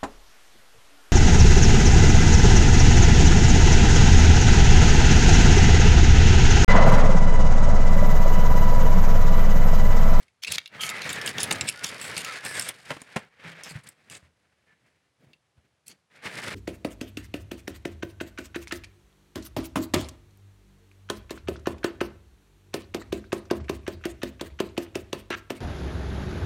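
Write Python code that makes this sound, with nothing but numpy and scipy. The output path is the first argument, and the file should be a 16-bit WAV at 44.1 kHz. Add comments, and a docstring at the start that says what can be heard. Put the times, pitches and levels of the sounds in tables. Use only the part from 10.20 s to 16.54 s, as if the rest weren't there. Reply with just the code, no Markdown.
"""In a quiet, fenced garden, a folded aluminium tent pole is shaken out on the lawn.
Its sections clack, slide and rattle: impacts and friction excite the resonances of a tube.
The elastic cord draws the ferrules home with a scrape and a snap; rough narrow tones sing between.
A nylon jacket swishes with every reach as dense coloured grains over dull flapping noise.
Boots and pole ends thud on the turf as decaying booms and noise with a crunch of grass."""
import sys
import numpy as np
from scipy import signal
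from scipy.fft import rfft, irfft
from scipy.io import wavfile
from scipy.ndimage import uniform_filter1d

SR = 44100
rng = np.random.default_rng(int(sys.argv[2]) if len(sys.argv) > 2 else 0)


def wav_record(signal):
    """Record a signal, one row per channel, as 16-bit PCM in the file named by sys.argv[1]."""
    frames = np.transpose(np.atleast_2d(signal))
    bounded = np.clip(frames, -1, 1)
    # unit amplitude maps onto the largest positive 16-bit level
    quanta = np.round(bounded * 32767).astype(np.int16)
    wavfile.write(sys.argv[1], SR, quanta)


N = 279814
TIME = np.arange(N) / SR

# Still air of the garden, relative spectrum: frequency_hz, density_db_per_hz
AIR_SPECTRUM = [(18, -49), (30, -20.5), (68, 0.5), (138, -2), (259, -11.5), (512, -9.5), (962, -12.5),
                (2610, -15), (11100, -27), (12600, -40.5), (16000, -47)]
# House wall and fences: delay_s, level_db (relative to the low-passed direct sound)
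WALL_ECHOES = [(.0075, -20.5), (.019, -23), (.033, -24.5), (.058, -34.5)]
# Arm movements: start_s, attack_s, end_s, swish_db (relative),
# hiss_db and flap_db (both relative to swish_db)
ARM_STROKES = [(-0.1, .08, 0.0, -56, -4, -4), (0.225, .11, 0.35, -46, -4, -6),
               (0.48, .07, 0.598, -48, -19, -7), (0.569, .08, 0.82, -39, -14, -12.5),
               (0.78, .08, 1.1, -38, -12, -7), (1.09, .08, 1.46, -42, -13, 0),
               (1.443, .05, 1.62, -49, -11, -10), (1.59, .06, 2.03, -43, -9, -8),
               (2.0, .07, 2.24, -43, -10, -16), (2.22, .04, 2.49, -42, -7, -8),
               (2.5, .08, 2.8, -58, -4, -10), (2.64, .07, 2.74, -46, -7, -7),
               (2.78, .15, 3.0, -52, -11, -13), (2.97, .04, 3.03, -57, -15, -5),
               (3.06, .1, 3.2, -63, -19, -10), (3.17, .1, 3.3, -44.5, -16, -12),
               (3.29, .06, 3.42, -51.5, -19, -10), (3.4, .08, 3.56, -47.5, -11, -8),
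               (3.596, .08, 3.71, -59, -6.5, -4), (3.733, .08, 4.062, -68.5, -8, -2),
               (3.87, .06, 3.96, -57, -7, -2), (4.13, .07, 4.86, -77.5, -9, -1),
               (4.44, .06, 4.52, -68, -13, -5), (4.6, .07, 4.678, -75, -9, 0),
               (4.97, .07, 5.11, -74, -8, 9), (5.32, .06, 5.46, -81, -6.5, 4),
               (5.65, .06, 5.71, -64, -4, 3), (5.88, .11, 6.0, -53.5, -14, -8),
               (6.005, .07, 6.07, -37.5, -9.5, -9), (6.061, .08, 6.254, -42.5, -7, -6),
               (6.21, .11, 6.34, -36, -5, -7)]
# Relative spectra of the cloth: frequency_hz, density_db_per_hz
SWISH_SPECTRUM = [(250, -16), (350, -12), (460, -4), (620, -6.5), (820, -7), (1200, -5), (1700, 0.5),
                  (2200, -.5), (2800, -7), (4300, -15), (6000, -23), (10000, -38.5), (16000, -53.5)]
HISS_SPECTRUM = [(1500, -13), (3000, 1), (5000, 2), (6200, -3.5), (8600, -1.5), (11000, -8), (13000, -18),
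                 (16000, -25.5)]
FLAP_SPECTRUM = [(25, -32), (55, -30.5), (90, -6), (130, -2.5), (180, -3.5), (300, -10), (600, -11.5),
                 (2000, -42)]
# Boots and pole ends land on the turf: start_s, thud_db (relative), crunch_db (relative), t60_s, boom_hz
TURF_THUDS = [(0.289, -43, -69, 0.3, 85), (0.64, -41, -56, 0.18, 149), (1.176, -45, -39, 0.5, 155),
              (1.311, -35, -23.5, .07, 263), (1.412, -36, -48, 0.24, 88), (1.967, -42, -39.5, .12, 169),
              (2.25, -47.5, -39, 0.14, 527), (2.704, -31, -22.5, 0.08, 145),
              (2.766, -38.5, -39, 0.052, 302), (2.817, -42.5, -42, 0.038, 247), (2.96, -36, -24, 0.04, 269),
              (2.9636, -22.5, -24, 0.06, 220), (3.249, -44, -68, 0.53, 162.7), (3.51, -43, -62, 0.2, 156),
              (3.554, -30.5, -48, 0.099, 118), (4.025, -51, -63, 0.29, 80.6), (5.069, -53, -66, 0.08, 125),
              (5.376, -53, -68, 0.14, 75)]
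# Relative spectra of earth and crushed grass: frequency_hz, density_db_per_hz
EARTH_SPECTRUM = [(25, -28.5), (60, -19.5), (100, 6.5), (170, 9), (260, -7.5), (400, -18.5), (800, -16.5),
                  (2000, -47.5)]
GRASS_SPECTRUM = [(150, -4.5), (400, -1), (1100, -3), (2000, -5), (3200, -10), (5000, -21), (9000, -22.5),
                  (16000, -45)]
# Resonances of a pole section: frequency_hz, width_hz, level_db (relative)
TUBE_MODES = [(2270, 260, 0), (2644, 210, 4), (3250, 510, 0), (3940, 360, 0), (4450, 320, 0.5),
              (5130, 480, 1), (5850, 1400, -3), (7000, 1300, -0.5), (8675, 1100, -2.5), (9270, 980, -3),
              (10350, 2000, -5.5), (11700, 1200, -12), (15100, 700, -22)]
# Narrow tones, steady from the ringing pole or gliding from rubbed cord or cloth:
# start_s, end_s, first_hz, last_hz, level_db (relative)
SINGING_TONES = [(0.565, 0.758, 1265, 1275, -44.5), (0.592, 0.647, 3220, 3020, -37),
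                 (.6, 0.82, 2300, 1980, -41), (0.922, 1.115, 1900, 1600, -40.5),
                 (1.13, 1.243, 1980, 1660, -41), (1.244, 1.465, 1264, 1264, -48),
                 (1.54, 1.66, 1474, 1434, -50), (2.044, 2.137, 1290, 1335, -41),
                 (2.079, 2.24, 1760, 1690, -47), (2.231, 2.448, 1850, 1502, -41),
                 (2.301, 2.437, 2150, 1850, -44.5), (4.46, 4.56, 1748, 1750, -67)]
# Tube slides along tube: start_s, end_s, level_db (relative), brightness_db_per_octave, ring_hz
TUBE_SLIDES = [(0.266, 0.292, -30, -9, 2550), (0.297, 0.32, -33, -8, 2770), (0.326, 0.358, -29.5, -6, 2700),
               (0.605, 0.681, -33.5, 5, 3150), (0.811, 0.886, -38.5, -7, 2300),
               (0.896, 0.962, -38, 1, 2240), (1.059, 1.104, -35.5, 5.5, 3080),
               (1.192, 1.248, -32.5, 3.5, 3530), (1.647, 1.694, -35.5, 1, 3500),
               (1.806, 1.898, -40, 0, 7960), (1.967, 2.019, -34, 0, 8950), (2.052, 2.19, -41.5, -3, 2180),
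               (2.252, 2.34, -40.5, 3, 8400), (2.335, 2.5, -38.5, 0, 8400), (3.432, 3.49, -46, 0, 6340),
               (3.489, 3.523, -40, 2, 8400), (3.632, 3.643, -53, 5, 9400), (3.904, 3.977, -47, 2, 8400),
               (5.66, 5.7, -52, 2, 2550), (5.7, 5.722, -48, -6, 2550)]
# Loose tube strikes tube: start_s, level_db (relative), brightness_db_per_octave, ring_hz
TUBE_CLACKS = [(0.0816, -58.5, -6.5, 2220), (0.2466, -27, -10, 2480), (0.4588, -36.5, -14, 2700),
               (0.476, -43, -13, 2820), (0.609, -29, -8, 3040), (0.6912, -26, 0, 7000),
               (0.6995, -31.5, 1, 2630), (0.819, -31, -4, 4080), (0.8921, -28, -9, 6940),
               (0.9015, -31, -12, 7350), (0.9298, -28, 8, 3630), (1.0144, -31, -10, 5270),
               (1.0616, -26.5, 3, 8770), (1.076, -24, 2, 2850), (1.183, -24, -5, 3530),
               (1.2037, -25.5, 6.5, 5080), (1.2389, -25.5, -6.5, 10000), (1.3094, -23, -10, 2600),
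               (1.3252, -22.5, 7, 8900), (1.3576, -35.5, 1, 3900), (1.4102, -20.5, -8, 7620),
               (1.496, -24.5, -2.5, 10600), (1.814, -34, 0, 7960), (1.9665, -28, 4, 4650),
               (1.9786, -26.5, -10, 8540), (2.0469, -30, 2, 6900), (2.2502, -30.5, -1, 8400),
               (2.2614, -33, 2, 2280), (2.4115, -32, 1, 7500), (2.4221, -29, 8, 8220),
               (2.4883, -25, 2.5, 9350), (2.8176, -40, 6, 7000), (3.318, -48, -8, 3190),
               (3.4355, -37, 9, 5460), (3.689, -40.5, 14, 8560), (3.8992, -42, 6, 2900),
               (5.1327, -52.5, -16, 2800)]
# Cord draws a ferrule home: snap_s, level_db (relative), brightness_db_per_octave, ring_hz, draw_s
FERRULE_JOINTS = [(0.2364, -28.5, -12, 5330, .018), (0.3217, -21.5, 0, 9750, .012),
                  (0.3829, -20.5, -16, 2740, .007), (0.6347, -24, -27, 3180, .002),
                  (1.232, -20, 4, 9850, .009), (1.3128, -20.5, -3, 3700, .007),
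                  (1.4886, -19, -4, 8600, .024), (1.6443, -22.5, -1, 5500, 0.016),
                  (2.3959, -22, 4, 8670, .006), (3.952, -42, -4, 3887, 0.043),
                  (5.6813, -39, 16, 7730, .008)]


def from_db(db):
    """Decibel law: level to amplitude gain."""
    return 10 ** (np.asarray(db) / 20)


def rms(x):
    """Effective value: root of the mean square."""
    return np.sqrt(np.mean(x ** 2) + 1e-20)


def add(out, start_s, sound):
    """Superposition: mix a sound in at its start, or at zero if that is earlier."""
    at = max(round(start_s * SR), 0)
    out[at:at + len(sound)] += sound[:N - at]


def coloured(x, spectrum):
    """Linear filtering: weight the spectrum of a steady excitation; rms 1."""
    hz, db = np.transpose(spectrum)
    bins_hz = np.maximum(np.arange(len(x) // 2 + 1) * SR / len(x), 1)
    gain = from_db(np.interp(np.log(bins_hz), np.log(hz), db))
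    y = irfft(rfft(x) * gain, len(x))
    return y / rms(y)


def drift(rate_hz):
    """Random modulation: straight lines join normal knots of spread 1 at the given rate."""
    knots = rng.standard_normal(4000)
    return np.interp(TIME * rate_hz, np.arange(len(knots)), knots)


def grains(size, per_s, spread_db):
    """Shot noise: tiny contacts at random moments, a few stronger as the spread grows; rms 1."""
    born = rng.random(size) < per_s / SR
    strength_db = spread_db * np.minimum(rng.exponential(1, size), 4)
    x = born * rng.standard_normal(size) * from_db(strength_db)
    return x / rms(x)


def resonance(x, hz, width_hz):
    """Damped oscillator: a two-pole resonance with gain 1 at its peak."""
    radius = np.exp(-np.pi * width_hz / SR)
    angle = 2 * np.pi * hz / SR
    numerator = np.array([1, 0, -1]) * (1 - radius * radius) / 2
    return signal.lfilter(numerator, [1, -2 * radius * np.cos(angle), radius * radius], x)


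def still_air(level_db=-74):
    """Stationary noise: the quiet, coloured background of the garden air."""
    return from_db(level_db) * coloured(rng.standard_normal(N), AIR_SPECTRUM)


def garden(x, wall_cut_hz=5000, scatter_db=-19.5, scatter_t60_s=.3):
    """Reflection and scattering: a few dull echoes and a faint short tail from boards and shrubs."""
    dull = signal.sosfilt(signal.butter(1, wall_cut_hz, fs=SR, output="sos"), x)
    out = x.copy()
    for delay_s, db in WALL_ECHOES:
        add(out, delay_s, from_db(db) * dull)
    t = TIME[:SR // 2]
    tail = rng.standard_normal(len(t)) * from_db(-60 * t / scatter_t60_s)
    return out + from_db(scatter_db) * signal.fftconvolve(dull, tail / np.linalg.norm(tail))[:N]


def thuds(thud_db=-6.5, boom_db=0.0, crunch_db=0.0, rise_s=0.00073):
    """Damped impact: soft earth booms briefly under the weight while the grass crushes in grains."""
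    weight, crush, boom = np.zeros(N), np.zeros(N), np.zeros(N)
    t = TIME[:SR // 3]
    for start_s, low_db, grass_db, t60_s, boom_hz in TURF_THUDS:
        push = np.minimum(t / rise_s, 1) * from_db(-60 * t / t60_s)
        add(weight, start_s, from_db(low_db + thud_db) * push)
        add(boom, start_s, from_db(low_db + boom_db) * push * np.sin(2 * np.pi * boom_hz * t))
        add(crush, start_s, from_db(grass_db + crunch_db) * push)
    earth = coloured(rng.standard_normal(N), EARTH_SPECTRUM)
    grass = coloured(grains(N, per_s=9700, spread_db=3.5), GRASS_SPECTRUM)
    return boom + weight * earth + crush * grass


def stroke(start_s, attack_s, end_s, release_t60_s=.24):
    """Motion envelope: an arm gathers speed, keeps it and comes to rest."""
    attack = np.sin(np.pi / 2 * np.clip((TIME - start_s) / attack_s, 0, 1)) ** 2
    return attack * from_db(-60 * np.clip(TIME - end_s, 0, 1) / release_t60_s)


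def jacket(swish_db=1.5, hiss_db=0.0, flap_db=0.5, catch_db=2.6, crinkle_db=3.5):
    """Cloth friction: nylon weave swishes densely, creases hiss crisply and the padding flaps dully."""
    power = np.zeros((3, N))
    for start_s, attack_s, end_s, db, crisp_db, padding_db in ARM_STROKES:
        levels_db = [db, db + crisp_db, db + padding_db]
        power += np.outer(from_db(levels_db), stroke(start_s, attack_s, end_s)) ** 2
    rub, crisp, padding = np.sqrt(power)   # overlapping strokes add in power
    catching = from_db(catch_db * drift(70))
    crinkling = from_db(hiss_db + crinkle_db * drift(160))
    swish = from_db(swish_db) * rub * coloured(grains(N, per_s=14000, spread_db=2.0), SWISH_SPECTRUM)
    hiss = crinkling * crisp * coloured(grains(N, per_s=6100, spread_db=2.5), HISS_SPECTRUM)
    flap = from_db(flap_db) * padding * coloured(rng.standard_normal(N), FLAP_SPECTRUM)
    return catching * (swish + hiss + flap)


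def sings(level_db=0.0, base_width_hz=27, width_per_glide=.22):
    """Phase jitter: narrow tones, steady ones rung by the pole, gliding ones by rubbed cord or cloth."""
    out = np.zeros(N)
    for start_s, end_s, first_hz, last_hz, db in SINGING_TONES:
        # a steady tone is clear; the wider its glide, the rougher
        width_hz = base_width_hz + width_per_glide * abs(last_hz - first_hz)
        size = max(round((end_s - start_s) * SR), 100)
        jitter = np.sqrt(2 * np.pi * width_hz / SR) * rng.standard_normal(size)
        glide = 2 * np.pi * np.linspace(first_hz, last_hz, size) / SR
        phase = np.cumsum(glide + uniform_filter1d(jitter, size=40))
        swell = signal.get_window(("tukey", .5), size)
        add(out, start_s, from_db(db + level_db) * np.sqrt(2) * swell * np.sin(phase))
    return out * from_db(2 * drift(150))


def tube(force, brightness_db, ring_hz, ring_share, ring_q=20, scatter_db=3.0,
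         knee_octaves=0.63, direct=0.042):
    """Modal excitation: force rings a section, each contact reweighting the modes and favouring one."""
    band = signal.butter(4, [2100, 11500], "band", fs=SR, output="sos")
    out = direct * signal.sosfilt(band, force)   # bare crack of the contact
    for k, (hz, width_hz, db) in enumerate(TUBE_MODES):
        length = rng.normal(1, .025)   # relative; shifts this mode
        luck = rng.standard_normal()
        # the brightness slope levels off beyond the knee on either side of 6 kHz
        hardness_db = brightness_db * np.clip(np.log2(hz / 6000), -knee_octaves, knee_octaves)
        gain = from_db(db + hardness_db + scatter_db * luck)
        out = out + (-1) ** k * gain * resonance(force, hz / length, width_hz)
    ring = resonance(force, ring_hz, ring_hz / ring_q)
    return out / rms(out) + ring_share * ring / rms(ring)


def rattle(start_s=0.62, end_s=2.5, level_db=-52.0, per_s=55, t60_s=.018):
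    """Random impacts: loose sections tick and buzz together while the bundle falls open."""
    falling = (TIME > start_s) & (TIME < end_s)
    touches = (rng.random(N) < per_s / SR) * rng.uniform(.3, 1, N) * falling
    t = TIME[:SR // 25]
    buzz = grains(len(t), per_s=9000, spread_db=0.0) * from_db(-60 * t / t60_s)
    force = signal.fftconvolve(touches, buzz)[:N] + 1e-18
    sound = tube(force, brightness_db=1.5, ring_hz=3700, ring_share=0.25)
    return from_db(level_db) * sound / rms(sound[falling])


def scrape(length_s, first_db, last_db, brightness_db, ring_hz, rise_s=0.009, release_t60_s=0.032):
    """Dry friction: metal catches thousands of times a second while the pressure grows or eases."""
    t = TIME[:SR // 4]
    sound = tube(grains(len(t), per_s=7000, spread_db=0.5), brightness_db, ring_hz, ring_share=0.4)
    release_db = -60 * np.maximum(t - length_s, 0) / release_t60_s
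    pressure_db = np.interp(t, [0, length_s], [first_db, last_db]) + release_db
    return from_db(pressure_db) * np.minimum(t / rise_s, 1) * sound / rms(sound)


def slides(level_db=0.0, judder_db=3.2, fade_db=5):
    """Sliding friction: sections rub along each other, juddering and losing level as they slow."""
    out = np.zeros(N)
    for start_s, end_s, db, brightness_db, ring_hz in TUBE_SLIDES:
        length_s = max(end_s - start_s, .005)
        add(out, start_s, scrape(length_s, db, db - fade_db, brightness_db, ring_hz))
    return out * from_db(level_db + judder_db * drift(260))


def strike(db, brightness_db, ring_hz, t60_s, first_blow=7.3):
    """Impulsive excitation: a hard first blow, then the loose joint buzzes out within milliseconds."""
    t = TIME[:SR // 12]
    force = grains(len(t), per_s=12000, spread_db=0.0) * from_db(-60 * t / t60_s)
    force[0] += first_blow
    sound = tube(force, brightness_db, ring_hz, ring_share=0.84)
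    return from_db(db) * sound / rms(sound[t < .004])   # level set by the first 4 ms


def clacks(level_db=-1.0, t60_s=.032):
    """Collision: dangling sections swing into each other."""
    out = np.zeros(N)
    for start_s, db, brightness_db, ring_hz in TUBE_CLACKS:
        add(out, start_s, strike(db + level_db, brightness_db, ring_hz, t60_s))
    return out


def joints(level_db=-1.0, snap_t60_s=.018, draw_db=-7, swell_db=16):
    """Friction ended by impact: each ferrule scrapes ever louder into its socket and snaps home."""
    out = np.zeros(N)
    for snap_s, db, brightness_db, ring_hz, draw_s in FERRULE_JOINTS:
        last_db = db + draw_db
        add(out, snap_s - draw_s, scrape(draw_s, last_db - swell_db, last_db, brightness_db, ring_hz))
        add(out, snap_s, strike(db + level_db, brightness_db, ring_hz, snap_t60_s))
    return out


def scene():
    """Superposition of sources: pole, tones and thuds with their echoes, jacket and still air without."""
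    pole = rattle() + slides() + clacks() + joints()
    return (still_air() + jacket() + garden(thuds() + sings() + pole))[None]


def record(dry, low_cut_hz=61, high_cut_hz=16000):
    """Band limitation: deep bass and the very top are absent, leaving a thin sound."""
    thin = signal.sosfilt(signal.butter(3, low_cut_hz, "high", fs=SR, output="sos"), dry)
    return signal.sosfilt(signal.ellip(10, .2, 70, high_cut_hz, fs=SR, output="sos"), thin)


dry = scene()
out = record(dry)
wav_record(out)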